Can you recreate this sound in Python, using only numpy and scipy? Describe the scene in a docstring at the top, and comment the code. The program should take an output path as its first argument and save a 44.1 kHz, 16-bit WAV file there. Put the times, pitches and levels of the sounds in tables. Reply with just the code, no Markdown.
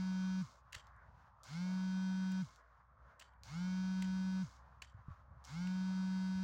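"""A phone's vibration motor is already buzzing; it stops, then runs one second in every two beside the microphone.
Its off-centre weight spins up, shakes the case and coasts to rest while shaft and brushes rasp.
From the first pause on, a hoe chops dry soil across a quiet field, and ticks and soft bumps sound now and then.
Throughout, coloured noise makes the murmur of the air and the rumble of a breeze, and a gliding sine hums far off."""
import sys
import numpy as np
from scipy import signal
from scipy.fft import rfft, irfft, next_fast_len
from scipy.io import wavfile
from scipy.ndimage import uniform_filter1d

SR = 44100
rng = np.random.default_rng(int(sys.argv[2]) if len(sys.argv) > 2 else 0)


def digitize_waveform(pressure):
    """Quantize a signal to 16-bit integers and store it at the path in sys.argv[1].

    Rows of a 2-D input are taken as channels; values are limited to [-1, 1].
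    """
    field = np.atleast_2d(pressure).T
    bounded = np.clip(field, -1, 1)
    quanta = np.round(bounded * 32767).astype(np.int16)
    wavfile.write(sys.argv[1], SR, quanta)


N = 283563
TIME = np.arange(N) / SR
AGE = np.arange(SR // 3) / SR  # seconds since a hit

# low hum, probably a far engine: time_s, pitch_hz, level_db
HUM_TRACK = [(0.0, 62, -63), (0.1, 60.6, -69.5), (2.66, 57.23, -71), (2.97, 63.3, -73), (3.66, 60.9, -64),
             (5.47, 66.14, -65), (5.9, 66.9, -72)]
# spectrum of the open air: frequency_hz, relative_density_db (per Hz)
AIR_SPECTRUM = [(120, -24.5), (200, -17), (380, -18), (560, -5), (750, -5.5), (1050, 1.5), (1500, -4.5),
                (1850, -11.5), (2200, -20), (2800, -28), (4500, -31.5), (6500, -34.5), (8500, -48),
                (16000, -46.5)]
# spectrum of the breeze's rumble: frequency_hz, relative_density_db (per Hz)
RUMBLE_SPECTRUM = [(20, -27.5), (35, -19.5), (50, -4), (62, -0.5), (78, -1.5), (110, -2), (170, -11),
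                   (260, -24.5), (500, -53)]
# soft bumps on the phone: start_s, level_db, pitch_hz, t60_s
PHONE_BUMPS = [(.762, -40.5, 89, 0.048), (4.945, -43, 101.4, 0.11), (4.99, -46.5, 105, 0.089),
               (5.083, -28.5, 124, 0.031), (5.104, -39, 86, 0.11), (5.365, -48, 123, 0.065),
               (6.35, -46, 85, 0.19)]
# sharp ticks, mostly the motor catching or settling: start_s, level_db, centre_hz
SHARP_TICKS = [(0.8698, -59.5, 4400), (.9638, -79, 7160), (1.4337, -51, 5660), (1.44, -50, 5800),
               (2.56, -56.5, 5300), (3.3356, -71, 2800), (3.4345, -46.5, 4590), (3.453, -61, 5000),
               (5.4409, -54, 5260), (5.448, -48.5, 5000), (5.452, -52, 5500)]
# hoe blows: start_s, level_db, bite_length_s, treble_tilt_db_per_octave
HOE_BLOWS = [(0.7235, -49, 0.0046, 3), (0.729, -48, 0.0046, 2), (.742, -46, 0.015, -0.5),
             (1.527, -54.5, 0.01, -1), (2.316, -58, 0.0085, 5), (3.194, -56, 0.011, 6),
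             (3.208, -55.5, 0.017, -3.5), (4.0209, -46.5, 0.0074, 1), (4.8183, -47.5, 0.0099, 0),
             (5.67, -54, 0.0063, -1)]
# spectrum of the blade biting the soil: frequency_hz, relative_density_db (per Hz)
BITE_SPECTRUM = [(300, -17), (1100, -11), (1750, 1), (2200, -0.5), (2850, 3), (3400, -10), (4500, -3),
                 (5200, -11), (7400, -6.5), (9000, -19.5), (13000, -28.5), (15500, -23)]
# spectrum of the crumbs it throws: frequency_hz, relative_density_db (per Hz)
CRUMB_SPECTRUM = [(500, -8.5), (1800, 5.5), (2600, 0.5), (3100, 8), (3700, -2), (4600, -2), (5500, -3.5),
                  (7400, -4), (9500, -19), (15000, -30)]
# ringing modes of the hoe blade: frequency_hz, relative_level_db
BLADE_MODES = [(3100, -4), (3850, -3.5), (4600, -1), (7450, -9)]
# motor runs: on_s, off_s, full_speed_hz (turns per second)
MOTOR_RUNS = [(-.566, .416, 187.4), (1.434, 2.419, 188.2), (3.434, 4.427, 188.1), (5.441, 6.43, 188.2)]
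FULL_SPEED_HZ = MOTOR_RUNS[1][2]
# partials of the rasp of one turn, as heard through the case: multiple_of_speed, relative_level_db
RASP_PARTIALS = [(1, 0), (2, -41), (3, -35), (4, -41), (5, -23.5), (6, -37), (7, -33), (8, -21), (9, -29),
                 (10, -49), (11, -36), (12, -39), (13, -33), (14, -41), (15, -38), (16, -55), (17, -31),
                 (18, -43), (19, -39), (20, -33), (21, -40), (22, -37), (23, -38), (24, -33), (25, -41),
                 (26, -31), (27, -36), (28, -38), (29, -41), (30, -35), (31, -44), (32, -31.5), (33, -48),
                 (34, -47), (35, -39), (36, -47), (37, -48), (38, -49), (39, -53), (40, -56), (41, -43),
                 (42, -56), (43, -53), (44, -53), (45, -63), (46, -57), (47, -63), (48, -53), (49, -56),
                 (50, -65), (51, -61), (52, -59), (53, -57), (54, -69), (55, -58), (56, -56), (57, -58),
                 (58, -58), (59, -67), (60, -57), (61, -64), (62, -66), (63, -66), (64, -57), (65, -65),
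                 (66, -59)]
# spectrum of the shaft sliding smoothly: frequency_hz, relative_density_db (per Hz)
SLIDE_SPECTRUM = [(200, -16.5), (400, -8.5), (650, 4), (1000, 6), (1600, 1.5), (1950, -6), (2900, -8),
                  (4300, 0), (6500, -12), (7600, -19.5), (9000, -26), (13500, -35), (15500, -21)]
# spectrum of the weight's low unsteadiness: frequency_hz, relative_density_db (per Hz)
JUDDER_SPECTRUM = [(40, -35.5), (110, 0), (190, -3.5), (270, -3.5), (400, -24), (900, -46), (3000, -80.5)]
# how the case passes on rubbing, with a sharp resonance the partials glide through: frequency_hz, relative_gain_db
CASE_RESPONSE = [(180, -24), (400, -20), (620, -9), (950, -1), (1200, -4), (1550, 2), (1900, -10),
                 (2050, -7), (2130, 3), (2210, 5), (2255, -8), (2800, -7), (4600, -1), (6800, -2),
                 (8500, -15), (13500, -28), (15500, -18)]


def undb(db):
    """Decibels express an amplitude ratio logarithmically; this returns the ratio."""
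    return 10 ** (np.asarray(db) / 20)


def unit(x):
    """Normalization: dividing by the root mean square gives unit power."""
    return x / np.sqrt(np.mean(x ** 2) + 1e-20)


def colour(x, points, tilt_db=0):
    """Minimum-phase filtering: folding the cepstrum makes a causal filter of unit power gain through the points."""
    hz, db = np.transpose(points)
    size = 8192
    octave = np.log2(np.maximum(np.fft.rfftfreq(size, 1 / SR), 1))
    # the tilt pivots at 4 kHz and stops growing two octaves below
    tilt = tilt_db * np.maximum(octave - np.log2(4000), -2)
    gain = unit(undb(np.interp(octave, np.log2(hz), db) + tilt))
    cepstrum = irfft(np.log(gain))
    cepstrum[1:size // 2] *= 2
    cepstrum[size // 2 + 1:] = 0
    impulse = irfft(np.exp(rfft(cepstrum)))[:size // 2]
    return signal.oaconvolve(x, impulse)[:len(x)]


def noise(size=N):
    """White noise: independent Gaussian samples of rms 1 have a flat mean spectrum."""
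    return rng.standard_normal(size)


def walk(rate, size=N):
    """Slow random modulation: joined chance points, rate a second, give a spread near 1."""
    points = rng.standard_normal(2048)
    return 1.2 * np.interp(TIME[:size] * rate, np.arange(len(points)), points)


def fade(t60):
    """Exponential damping: the level falls by 60 dB in t60 seconds after a hit."""
    return np.exp(-np.log(1000) * AGE / t60)


def add(out, start, sound):
    """Superposition: a sound is summed in from start seconds."""
    i = int(start * SR)
    out[i:i + len(sound)] += sound[:N - i]


def hum(waver_db=1.5, waver_rate=7):
    """Periodic tone: one sine of gliding pitch, probably a far engine's firing note, wavers in level."""
    times, hz, db = np.transpose(HUM_TRACK)
    cycle = np.cumsum(np.interp(TIME, times, hz)) / SR
    level_db = np.interp(TIME, times, db) + waver_db * walk(waver_rate)
    return np.sqrt(2) * np.sin(2 * np.pi * cycle) * undb(level_db)


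def murmur(air_db=-68.5, swell_db=1.15, flicker_db=1.5, patchy_db=2.5):
    """Band-wise modulation: the bands of distant noise swell and flicker together, and each also drifts
    patchily on its own."""
    size = next_fast_len(N, True)
    level_db = air_db + swell_db * walk(6.5) + flicker_db * walk(25)
    air = rfft(colour(noise(), AIR_SPECTRUM) * undb(level_db), size)
    band = np.digitize(np.fft.rfftfreq(size, 1 / SR), [700, 1000, 1400, 2400])
    out = 0
    for k in np.unique(band):
        out = out + irfft(air * (band == k), size)[:N] * undb(patchy_db * walk(9))
    return out


def breeze(breeze_db=-69, gust_db=3.5, gusts_per_s=9):
    """Turbulent pressure: low-frequency noise at the microphone rises and falls with the gusts."""
    rumble = colour(noise(), RUMBLE_SPECTRUM + [(2000, -120)])
    return rumble * undb(breeze_db + gust_db * walk(gusts_per_s))


def field():
    """Superposition of independent noises: the murmur of the air lies over the breeze's rumble."""
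    return murmur() + breeze()


def bumps(push_s=0.0033):
    """Damped oscillation: a soft push on the case sets off a low, quickly decaying sine."""
    out = np.zeros(N)
    for start, db, hz, t60 in PHONE_BUMPS:
        push = 1 - np.exp(-AGE / push_s)
        add(out, start, undb(db) * fade(t60) * push * np.sin(2 * np.pi * hz * AGE))
    return out


def ticks(t60=0.0055, tail_db=-22, tail_t60=0.14):
    """Impulsive contact: a tiny hard hit is a short burst of band-limited noise with a faint tail."""
    out = np.zeros(N)
    for start, db, hz in SHARP_TICKS:
        hit = noise(len(AGE)) * undb(db) * (fade(t60) + undb(tail_db) * fade(tail_t60))
        band = [(hz / 4, -25), (hz * 0.65, -4), (hz, 0), (hz * 1.43, -5), (hz * 2, -20)]
        add(out, start, colour(hit, band))
    return out


def hoe(crumb_db=-15, crumb_t60=0.23, grit_db=3, ring_db=-23, ring_t60=0.27):
    """Fracture and modal ringing: grains crack in a short swell, then crumbs spray and the blade rings faintly."""
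    out, size = np.zeros(N), len(AGE)
    for start, db, length, tilt_db in HOE_BLOWS:
        progress = np.minimum(AGE / length, 1)
        grains = unit(noise(size) * undb(grit_db * walk(268, size)))
        bite = colour(grains * np.sin(np.pi * progress), BITE_SPECTRUM, tilt_db)
        push = progress * np.sqrt(length / 0.0036)  # a longer bite throws more
        spray = noise(size) * push * fade(crumb_t60)
        crumbs = colour(spray * undb(crumb_db + 4.4 * walk(200, size)), CRUMB_SPECTRUM)
        modes = sum(undb(mode_db) * walk(60, size) * np.sin(2 * np.pi * hz * AGE) for hz, mode_db in BLADE_MODES)
        ring = modes * push * fade(ring_t60) * undb(ring_db)
        add(out, start, undb(db) * (bite + crumbs + ring))
    return out


def spin(rise_s=.054, creep=.025, creep_s=.3, coast_s=.105, drag_hz=28, wobble=0.000862):
    """Rotational inertia: speed in turns a second rises fast, creeps to full, then friction stops it; also the drive."""
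    speed, drive = np.zeros(N), np.zeros(N)
    for on, off, full_hz in MOTOR_RUNS:
        driven = np.clip(TIME, on, off) - on
        up = full_hz * (1 - (1 - creep) * np.exp(-driven / rise_s) - creep * np.exp(-driven / creep_s))
        coasting = np.exp(-np.maximum(TIME - off, 0) / coast_s)
        # steady drag brings the weight to a full stop
        speed += np.maximum((up + drag_hz) * coasting - drag_hz, 0)
        drive += (TIME > on) & (TIME < off)
    return speed * (1 + wobble * walk(25)), uniform_filter1d(drive, SR // 100)  # 10 ms edges


def rasp(turn, scatter=1.5, shift=.2, shift_rate=4, flutter=.1):
    """Periodic friction: rubs recur on every turn; contacts shift slowly and flutter, most in high partials."""
    multiple, db = np.transpose(RASP_PARTIALS[1:])  # the first partial is left to the shake
    case_hz, case_db = np.transpose(CASE_RESPONSE)
    # force at the shaft: what is heard at full speed, less the gain of the case
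    force = undb(db - np.interp(np.log(multiple * FULL_SPEED_HZ), np.log(case_hz), case_db))
    loose = force * np.minimum(multiple / 14, 1)
    size = 16384  # points in the waveform of one turn
    place = (turn % 1 * size).astype(int)
    layers = [
        (force, 1),
        (loose, shift * walk(shift_rate)),
        (loose, shift * walk(shift_rate)),
        (loose, flutter * walk(40)),
    ]
    out = 0
    for gains, weight in layers:
        partials = gains * np.exp(1j * scatter * rng.standard_normal(len(gains)))
        out = out + weight * irfft(np.r_[0, 0, partials], size)[place]
    return out * size / np.sqrt(2)  # each partial's rms is its gain


def motor(shake_db=-37.5, rasp_db=-45.5, slide_db=-67.5, coast_db=-65.0, strain_db=-57.5, gating=0.74,
          play=.0004, chatter=0.023, judder_db=-66, lag_s=0.0073):
    """Rotating imbalance and friction: a near sine grows steeply with speed; shaft and brushes rasp through it."""
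    speed, drive = spin()
    turn, pace = np.cumsum(speed) / SR, speed / FULL_SPEED_HZ
    # the swing of the case dies away a moment after the weight slows
    swing = np.maximum(pace, np.interp(TIME - lag_s, TIME, pace)) ** 5.2
    shake = np.sqrt(2) * np.sin(2 * np.pi * turn) * swing * undb(shake_db + 0.37 * walk(60))
    # no two turns are quite alike
    judder = colour(noise(), JUDDER_SPECTRUM) * pace ** 1.1 * undb(judder_db)
    # the shaft chatters in its bearing while it gathers speed
    strain = drive * np.maximum(1 - pace, 0)
    jitter = (play + chatter * strain ** 3.8 * pace) * walk(200)
    rubs = rasp(turn + jitter) * undb(rasp_db) * pace ** 0.98 * (0.22 + 0.69 * drive)
    # the shaft is pressed against each side of its bearing once a turn
    sides = gating * np.cos(4 * np.pi * turn) + 0.2 * np.cos(2 * np.pi * turn)
    pressure = unit(np.exp(sides * pace))
    # it slides smoothly at full speed and scrapes when straining or coasting
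    straining = strain ** 0.41 * pace ** 0.45 * undb(strain_db)
    coasting = (1 - drive) * pace ** .5 * np.tanh(pace / 0.078) * undb(coast_db + 1.15 * walk(170))
    sliding = colour(noise() * pressure * pace * drive * undb(slide_db), SLIDE_SPECTRUM)
    scrape = noise() * pressure * (straining + coasting)
    return shake + judder + sliding + colour(rubs + scrape, CASE_RESPONSE)


def scene():
    """Linear superposition: the pressures of all sources add at the one microphone."""
    return (hum() + field() + bumps() + ticks() + hoe() + motor())[None]


def record(dry, top_hz=15800):
    """Band limitation: the phone's steep low-pass removes the extreme treble."""
    lowpass = signal.ellip(10, .2, 70, top_hz, fs=SR, output="sos")
    return signal.sosfilt(lowpass, dry)


dry = scene()
out = record(dry)
digitize_waveform(out)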